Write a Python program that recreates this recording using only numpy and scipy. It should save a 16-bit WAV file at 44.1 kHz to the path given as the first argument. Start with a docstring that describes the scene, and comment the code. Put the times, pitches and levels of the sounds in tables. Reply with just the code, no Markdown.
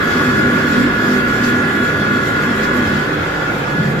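"""At the bottom of a concrete pit, an electric gear motor turns the screw of a grape crusher.
The gears whine at multiples of the shaft speed over steady motor tones. The load drives the modes of
trough and pit into a surging rumble; wet fruit hisses and squelches, and seeds tick on the steel.
Late on, the microphone swings away from the rim, through the standing waves and past a booming tank."""
import sys
import numpy as np
from scipy import signal
from scipy.fft import rfft, irfft, next_fast_len
from scipy.io import wavfile
from scipy.ndimage import uniform_filter1d, map_coordinates

SR = 44100
rng = np.random.default_rng(int(sys.argv[2]) if len(sys.argv) > 2 else 0)


def to_wav(s):
    """Save 16-bit WAV."""
    ch = np.atleast_2d(s).T  # columns
    pcm = np.round(np.clip(ch, -1, 1) * 32767)  # PCM
    wavfile.write(sys.argv[1], SR, pcm.astype(np.int16))


N = 176400
T = np.arange(N) / SR

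# swell of the gear whine, motor tones and rattle: (time [s], level [dB])
WHINE_LEVEL = [(0, 3.8), (.6, 3), (1.5, 2), (2.3, 1.5), (2.9, 2.3), (3.2, 0.5), (3.6, 0), (3.8, -4.5),
               (4, -2)]
# load of fruit on the screw, followed by hiss and ticks: (time [s], level [dB])
LOAD_LEVEL = [(0.0, -39), (0.18, -36), (0.57, -40), (0.78, -35.5), (0.89, -41), (1.12, -38), (1.25, -40),
              (1.45, -37), (1.63, -40.5), (2.92, -38.5), (3.09, -40.5), (4.0, -42.5)]


def gear_mesh(shaft_turns):
    """Periodic forcing: meshing teeth radiate tones at whole multiples of the shaft speed."""
    # low and high tooth tones, the high one's octave, the low one's sidebands: (shaft multiple)
    orders = (58, 68, 136, 56, 60)
    # envelopes of these five tones: (time [s], level [dB])
    low_tooth = [(0, -22.5), (.7, -23), (1, -24.5), (1.3, -23.5), (1.7, -25), (2.05, -23.5), (2.4, -23.5),
                 (2.8, -25), (3.05, -31), (3.45, -28), (3.65, -35), (3.8, -26), (4, -29)]
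    high_tooth = [(0, -22), (.3, -22.5), (.6, -24), (1, -24.5), (1.6, -23), (2.35, -24), (2.6, -25.5),
                  (2.9, -25.5), (3.1, -30), (3.4, -29), (3.5, -37), (3.78, -23.5), (3.92, -33), (4, -40)]
    octave = [(0, -41), (.35, -41), (.5, -45), (.65, -43), (1.3, -43), (1.7, -47), (1.8, -39.5),
              (1.87, -40), (1.93, -50), (2.02, -39.5), (2.2, -41), (2.3, -46), (2.46, -41), (2.55, -47),
              (2.63, -42.5), (2.77, -42), (3.05, -48), (3.16, -41.5), (3.27, -49), (3.4, -41.5), (3.5, -48),
              (4, -51)]
    low_sideband = [(0, -37), (.45, -29), (.7, -33), (.82, -37), (.93, -32), (1.5, -33), (1.65, -27),
                    (1.95, -35), (2.1, -30), (2.3, -26), (2.55, -38), (2.9, -36), (3.05, -38), (3.35, -32),
                    (3.48, -25.5), (3.65, -41), (3.85, -53), (4, -29)]
    high_sideband = [(0, -42), (.6, -32), (.9, -34), (1.5, -33), (1.85, -42), (2, -27.5), (2.2, -39),
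                     (2.35, -42), (2.55, -36), (2.75, -27), (3, -27), (3.4, -37), (3.6, -47), (4, -56)]
    # their sound fields: (left-right [dB], left-right likeness [-1..1], share of the stir, skirt [dB])
    fields = [(8, .3, .3, -20), (-9, -.4, .25, -24), (1, .9, .25, -9), (-5, .9, .2, -15),
              (-3, .7, .35, -15)]
    throb_hz, crest_s, depth_db = 3.6, .16, 2.7  # the low tone throbs with each turn of a slow wheel
    levels = [curve(rows) for rows in (low_tooth, high_tooth, octave, low_sideband, high_sideband)]
    levels[0] += depth_db * np.cos(2 * np.pi * throb_hz * (T - crest_s))
    return sum(tone(order * shaft_turns, db, *field) for order, db, field in zip(orders, levels, fields))


def gear_whine(shaft_turns):
    """Modulation of the tooth forces spreads the whine over sidebands and overtones."""
    # gear partials: (shaft multiple, level [dB], left-right [dB], left-right likeness [-1..1])
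    partials = [(30, -46, 5, .8), (34, -48, 3, -.9), (38, -46, 0, -.9), (40, -44, 2, -.3),
                (42, -42, 1, -.2), (46, -36.5, 3, -.9), (48, -45, 8, .9), (52, -38.5, -7, .9),
                (54, -41, -1, -.9), (57, -42, -7, .8), (59, -41, -10, .5), (62, -45, -4, .9),
                (64, -37, -10, .6), (66, -40, -5, .8), (69, -38.5, -3, .9), (70, -37, -8, .9),
                (72, -39, -4, -.1), (76, -41, -8, .8), (80, -39, -5, .9), (82, -41, -1, .7),
                (84, -42, -10, .6), (86, -45, 0, 0), (90, -46, 4, .8), (92, -48, 3, .9), (98, -48, -7, -.7),
                (102, -49, 0, -.3), (104, -51, 0, .3), (106, -48, 10, .9), (114, -51, 8, .9),
                (122, -53, 0, -.3), (128, -53, 0, 0), (130, -50, 6, -.4), (144, -52, 5, -.9),
                (150, -55, 0, .6)]
    whine = sum(tone(order * shaft_turns, db, pan, alike) for order, db, pan, alike in partials)
    return amp(curve(WHINE_LEVEL) - 2) * whine


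def motor_tones():
    """Superposed steady tones of the running motor: mains buzz and a whine near 1125 Hz."""
    # motor partials: (frequency [Hz], level [dB], left-right [dB], left-right likeness [-1..1])
    partials = [(496, -39, -8, .9), (1100, -42, -9, -.2), (1125, -38, -10, .2), (1199, -41, 0, .4),
                (1599, -42, -10, .3), (1699, -42, -10, -.7)]
    tones = sum(tone(hz * T, db, pan, alike) for hz, db, pan, alike in partials)
    return amp(curve(WHINE_LEVEL) - 2) * tones


def gear_rattle():
    """Irregular contact of loose gears gives broadband noise that swells with the whine."""
    # rattle spectrum: (frequency [Hz], density [dB])
    spectrum = [(400, -29), (750, -12.5), (940, -12), (1150, -6), (1260, -8.5), (1430, -1), (1560, -7),
                (1700, -5.5), (1850, -10.5), (2050, -7.5), (2180, -15), (2550, -15), (2850, -19.5),
                (3350, -19), (3900, -27.5), (6000, -55)]
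    return amp(-23.5 + .59 * curve(WHINE_LEVEL)) * shimmer(noise(colour(spectrum), grain_db=1))


def trough():
    """Resonance: the shaking load excites the modes of trough and pit, which swell in four groups."""
    # modes of trough and pit: (frequency [Hz], width [Hz], level [dB])
    modes = [(58, 4, -9), (80.8, 2.3, -10), (91.5, 1.1, -3.5), (112.2, 3.7, -4), (129, 6.3, -11.5),
             (150.9, 8.5, -3.5), (162.3, 7.6, -7.5), (211.7, 6.8, 2.5), (289.7, 14.2, -6),
             (314.4, 10, -11.5), (344, 13, -11), (386.7, 15.6, -6)]
    # borders between the groups: (frequency [Hz])
    borders = (70, 185, 270)
    # the pit's lowest mode and boom, the trough's drone and upper ring: (time [s], level [dB])
    thrum = [(0.0, -40), (0.63, -46), (0.95, -34), (1.05, -50), (1.32, -34), (1.48, -50), (2.54, -42),
             (2.67, -36), (3.21, -45), (3.34, -37.5), (3.85, -45), (4.0, -36)]
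    boom = [(0, -27.5), (.2, -23), (.5, -22), (.6, -24.5), (1.2, -27.5), (1.65, -24), (1.73, -30.5),
            (1.95, -23), (2.55, -27), (2.65, -28.5), (2.95, -21.5), (3.07, -29.5), (3.2, -22), (3.32, -31),
            (3.55, -25), (4, -34)]
    drone = [(0, -28), (.27, -35), (.36, -20.5), (.5, -28), (.57, -19.5), (.65, -34), (.77, -19.5),
             (.87, -26), (.92, -22), (1.03, -25.5), (1.1, -21.5), (1.19, -22.5), (1.26, -27.5), (1.5, -27),
             (1.75, -27), (1.92, -31), (2.04, -23.5), (2.16, -23.5), (2.22, -32.5), (2.65, -23),
             (2.72, -34), (2.8, -24), (2.98, -23), (3.07, -48), (3.7, -32), (4, -29)]
    upper = [(0.0, -23), (0.37, -21), (0.38, -16.5), (0.66, -24), (0.86, -17), (0.95, -28), (1.06, -18.5),
             (1.46, -28), (1.48, -19), (1.82, -25.5), (2.94, -22), (3.53, -30.5), (3.99, -29), (4.0, -28)]
    groups = [(thrum, 1.5, -.3), (boom, -1, -.1), (drone, .66, -1), (upper, -1.5, -1.8)]
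    rumble = np.zeros((2, N))
    for group, (envelope, gain_db, pan_db) in enumerate(groups):
        members = [mode for mode in modes if np.searchsorted(borders, mode[0]) == group]
        rumble += amp(gain_db + curve(envelope)) * steady(noise(resonances(members), pan_db))
    return rumble


def churn():
    """Random forcing by the churned load gives broad noise; mids open up as the microphone turns."""
    # spectra of the churning and of the added mids: (frequency [Hz], density [dB])
    spectrum = [(20, -38), (45, -36), (70, -28), (110, -12), (190, -4), (270, -0.5), (400, -3.5),
                (520, -2.5), (700, -11), (1000, -18), (2000, -51)]
    mids = [(550, -37), (720, 13.5), (900, 11), (1100, -15), (1700, -18.5), (2000, 3), (2400, -36)]
    churning = amp(-23) * noise(colour(spectrum), pan_db=-3.5, grain_db=1.5)
    return churning + amp(-33) * turned() * noise(colour(mids), pan_db=.5)


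def surges():
    """Driven resonance: each lump forced along by the screw makes the trough's main mode swell and fade."""
    # lumps: (time [s], level [dB], half-length [s])
    lumps = [(.06, -24.5, .02), (0.166, -22, 0.023), (0.284, -16.5, .023), (0.467, -18.5, 0.028),
             (.54, -22.5, 0.034), (0.67, -19.5, 0.025), (0.778, -17.5, 0.028), (0.857, -20, 0.045),
             (1.014, -24, 0.027), (1.096, -20, .03), (1.166, -21, 0.031), (1.278, -22.5, .03),
             (1.45, -18.5, 0.038), (1.557, -19.5, 0.031), (1.66, -22.5, .028), (1.83, -20, 0.02),
             (2.147, -22, 0.038), (2.346, -25, .025), (2.494, -19, 0.021), (2.63, -29, .03),
             (2.79, -19, .035), (2.957, -25, 0.047)]
    mode_hz, wander_hz = 245.5, 2.5
    envelope = sum(amp(db) * bump(time, length) for time, db, length in lumps)
    cycles = np.cumsum(mode_hz + wander_hz * wobble(11)) / SR
    return amp(1.5) * envelope * np.sqrt(2) * np.sin(2 * np.pi * cycles)


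def tank():
    """Resonance gathers the rumble into a few low modes, heard as the microphone passes a tank."""
    # tank modes: (frequency [Hz], width [Hz], level [dB])
    modes = [(141, 9.2, 2.5), (169, 13, -3), (209, 12.6, -3)]
    # swell in passing: (time [s], level [dB])
    passing = [(0, -72), (3.6, -74), (3.72, -26.5), (3.8, -16.5), (4, -20)]
    return amp(curve(passing)) * steady(noise(resonances(modes)))


def squelches():
    """Superposition: the tiny bursts of a squeezed lump merge into a noise band at its own pitch."""
    # squeezed lumps: (time [s], level [dB], half-length [s], centre frequency [Hz])
    lumps = [(0.14, -33, 0.027, 4140), (.6, -36, 0.02, 5040), (0.753, -37, .05, 3780),
             (1.114, -35.5, 0.026, 4550), (1.445, -28.5, 0.0076, 4600), (1.458, -31, 0.016, 6400),
             (2.052, -41, .008, 4300), (2.643, -32, 0.013, 5000)]
    relative_width, cutoff_hz = .4, 8000
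    spatter = np.zeros((2, N))
    for time, db, length, centre_hz in lumps:
        band = resonances([(centre_hz, relative_width * centre_hz, 0)])
        spatter += amp(db) * bump(time, length) * noise(band, pan_db=.6, grain_db=1.2)
    return filtered(spatter, lambda hz: 1 / (1 + (hz / cutoff_hz) ** 8))


def fruit_hiss():
    """Wet fruit hisses as noise modulated by the load; the treble flickers and dulls with the turn."""
    # hiss spectrum: (frequency [Hz], density [dB])
    spectrum = [(800, 3.5), (2500, -1), (4400, 4), (5200, 1), (5700, -2), (7500, -2.5), (8200, -15),
                (9300, -9.5), (10400, -16), (11400, -7.5), (13000, -10), (15500, -15)]
    treble_hz, shade_db, flicker_db = 7800, -2, 2
    level_db = 5.5 + curve(LOAD_LEVEL) + .83 * wobble(25)
    hiss = amp(level_db) * shimmer(noise(colour(spectrum), pan_db=.7))
    treble = filtered(hiss, lambda hz: 1 - 1 / (1 + (hz / treble_hz) ** 6))
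    return hiss - treble + treble * amp(shade_db * turned() + flicker_db * wobble(21))


def seeds():
    """Impulse response: seeds and stalks strike the steel, each ringing its modes in a different mix."""
    # modes of the steel screw and trough: (frequency [Hz], width [Hz], level [dB])
    modes = [(2140, 14, 2), (2290, 16, 1), (2480, 14, -2), (2560, 18, -1), (2630, 12, 0), (2830, 14, -5),
             (3030, 16, -5), (3230, 14, -4), (3370, 22, -1), (3580, 16, -7), (3730, 18, -7), (4280, 40, -7),
             (4680, 25, -8), (5230, 30, -10), (7480, 150, -16)]
    ticks_per_s, spread_db = 70, 3
    struck = rng.random(N) < ticks_per_s / SR
    hits = struck * amp(spread_db * np.clip(rng.standard_normal(N), -2, 2))
    ring = np.zeros((2, N))
    for hz, width, db in modes:
        force = hits * rng.standard_normal((2, N))
        ring += filtered(force, lambda f: amp(db) * 1j * f * width / (hz * hz - f * f + 1j * f * width))
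    load_db = curve(LOAD_LEVEL)
    return amp(-39.5 + load_db - load_db.mean()) * unit(ring)


def bearings():
    """Narrow resonances of the bearings whistle faintly, weaker as the microphone turns away."""
    # whistles: (frequency [Hz], width [Hz], level [dB])
    whistles = [(8500, 25, 1), (8635, 20, 5), (9100, 13, 10), (9100, 20, -8), (9450, 13, -9),
                (9388, 15, -4), (9485, 15, -2), (9800, 30, 2), (10874, 15, 1)]
    return amp(-55 - 4 * turned() + wobble(5.4)) * noise(resonances(whistles))


def walls(x, echo_gain=.2, longest_s=.022):
    """Comb filtering: early echoes from the concrete colour each channel differently."""
    echoes = np.zeros((2, SR // 10))
    echoes[:, 0] = 1
    for channel in echoes:
        delays = (rng.uniform(.1, 1, size=12) * longest_s * SR).astype(int)
        channel[delays] += echo_gain
    return signal.fftconvolve(x, echoes / np.linalg.norm(echoes[0]), axes=1)[:, :N]


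def tone(cycles, db, pan_db, alike, stir_share=1, skirt_db=-10):
    """Interference: a tone's standing waves shift in each channel as the microphone moves."""
    fade_hz, skirt_hz = 4.08, 30.01
    stir = stir_share * (.32 + .6 * turned())  # mixing angle from still to shifting field [rad]
    lead = np.arccos(np.clip(alike, -1, 1)) / 2
    still = unit(balance(pan_db) * np.exp([[1j * lead], [-1j * lead]]))
    shifting = unit(np.array([wobble(fade_hz) + 1j * wobble(fade_hz) for channel in range(2)]))
    field = np.cos(stir) * still + np.sin(stir) * shifting
    skirt = amp(skirt_db) * unit(wobble(skirt_hz) + 1j * wobble(skirt_hz))  # broadens the spectral line
    carrier = unit(1 + skirt) * np.exp(2j * np.pi * (cycles + rng.random()))
    return np.sqrt(2) * amp(db) * np.real(field * carrier)


def noise(response, pan_db=0, grain_db=0):
    """Stereo noise of rms 1, coherent at long wavelengths; grain_db clumps it into tiny bursts."""
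    # coherence of the sound field: (frequency [Hz], left-right likeness [0..1])
    coherence = [(30, 0.9), (110, 1), (220, 0.96), (350, 0.94), (500, 0.54), (800, 0.12), (1500, 0.067),
                 (4000, 0), (15000, 0.12)]

    def mid_side(hz):
        angle = np.arccos(np.clip(along(coherence, hz), -1, 1)) / 2
        return response(hz) * np.array([np.cos(angle), np.sin(angle)])

    source = rng.standard_normal((2, N)) * amp(grain_db * wobble(300))
    mid, side = filtered(source, mid_side)
    return unit(np.array([mid + side, mid - side]) * balance(pan_db))


def shimmer(x, depth_db=3.2):
    """Random modulation: narrow bands of the noise flare and fade on their own, a watery flicker."""
    bands = signal.stft(x, nperseg=1024)[2]
    flare = uniform_filter1d(rng.standard_normal(bands.shape[1:]), size=2, axis=0)
    flare = uniform_filter1d(flare, size=6, axis=1)
    gain = amp(depth_db * np.clip(unit(flare), -2, 2))
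    return unit(signal.istft(bands * gain)[1][:, :N])


def steady(x):
    """Division by the running rms evens out the slow swells of a narrow noise."""
    power = np.abs(uniform_filter1d(np.mean(x ** 2, axis=0), size=2600))
    return unit(x / np.sqrt(np.abs(uniform_filter1d(power, size=1800)) + 1e-3))


def turned(start_s=2.37, length_s=1):
    """How far the microphone has swung away, 0-1."""
    return np.clip((T - start_s) / length_s, 0, 1)


def resonances(modes):
    """The response of (frequency, width, level) resonances with steep skirts, summed in power."""
    return lambda f: np.sqrt(sum(amp(2 * db) / (1 + ((f - hz) / width) ** 2) ** 2
                                 for hz, width, db in modes))


def colour(points):
    """The response of a (frequency [Hz], density [dB]) spectrum."""
    return lambda hz: amp(along(points, hz))


def filtered(x, response):
    """Linear filtering: the spectrum of x times a frequency response."""
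    size = next_fast_len(N + SR // 2)
    return irfft(rfft(x, size) * response(np.fft.rfftfreq(size, 1 / SR)), size)[..., :N]


def wobble(rate):
    """A smooth random curve, rate knots a second."""
    coarse = T[::64]
    spline = map_coordinates(rng.standard_normal(4096), [coarse * rate], mode="wrap")
    return np.interp(T, coarse, spline)


def bump(time, length):
    """A Gaussian swell around the given time."""
    return np.exp(-.5 * ((T - time) / length) ** 2)


def curve(rows):
    """(time [s], value) points interpolated to every sample."""
    return np.interp(T, *np.transpose(rows))


def along(points, hz):
    """(frequency [Hz], value) points interpolated on a log axis."""
    frequencies, values = np.transpose(points)
    return np.interp(np.log(hz + 1), np.log(frequencies + 1), values)


def balance(pan_db):
    """Left and right gains for a level difference."""
    return amp([[pan_db / 2], [-pan_db / 2]])


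def amp(db):
    """Decibels to gain."""
    return 10 ** (np.asarray(db) / 20)


def unit(x):
    """Scale to rms 1."""
    return x / np.sqrt(np.mean(np.abs(x) ** 2) + 1e-20)


def scene():
    """Superposition of drive, rumble and fruit, heard from the rim."""
    shaft_hz, wander_share = 24.815, .00029
    shaft_turns = np.cumsum(shaft_hz * (1 + wander_share * wobble(4.21))) / SR
    drive = gear_mesh(shaft_turns) + gear_whine(shaft_turns) + motor_tones() + gear_rattle() + bearings()
    rumble = trough() + churn() + surges() + tank()
    return drive + rumble + squelches() + walls(fruit_hiss() + seeds())


def record(dry):
    """Band limiting: nothing above 15.5 kHz passes."""
    return filtered(dry, lambda hz: hz < 15500)


dry = scene()
out = record(dry)
to_wav(out)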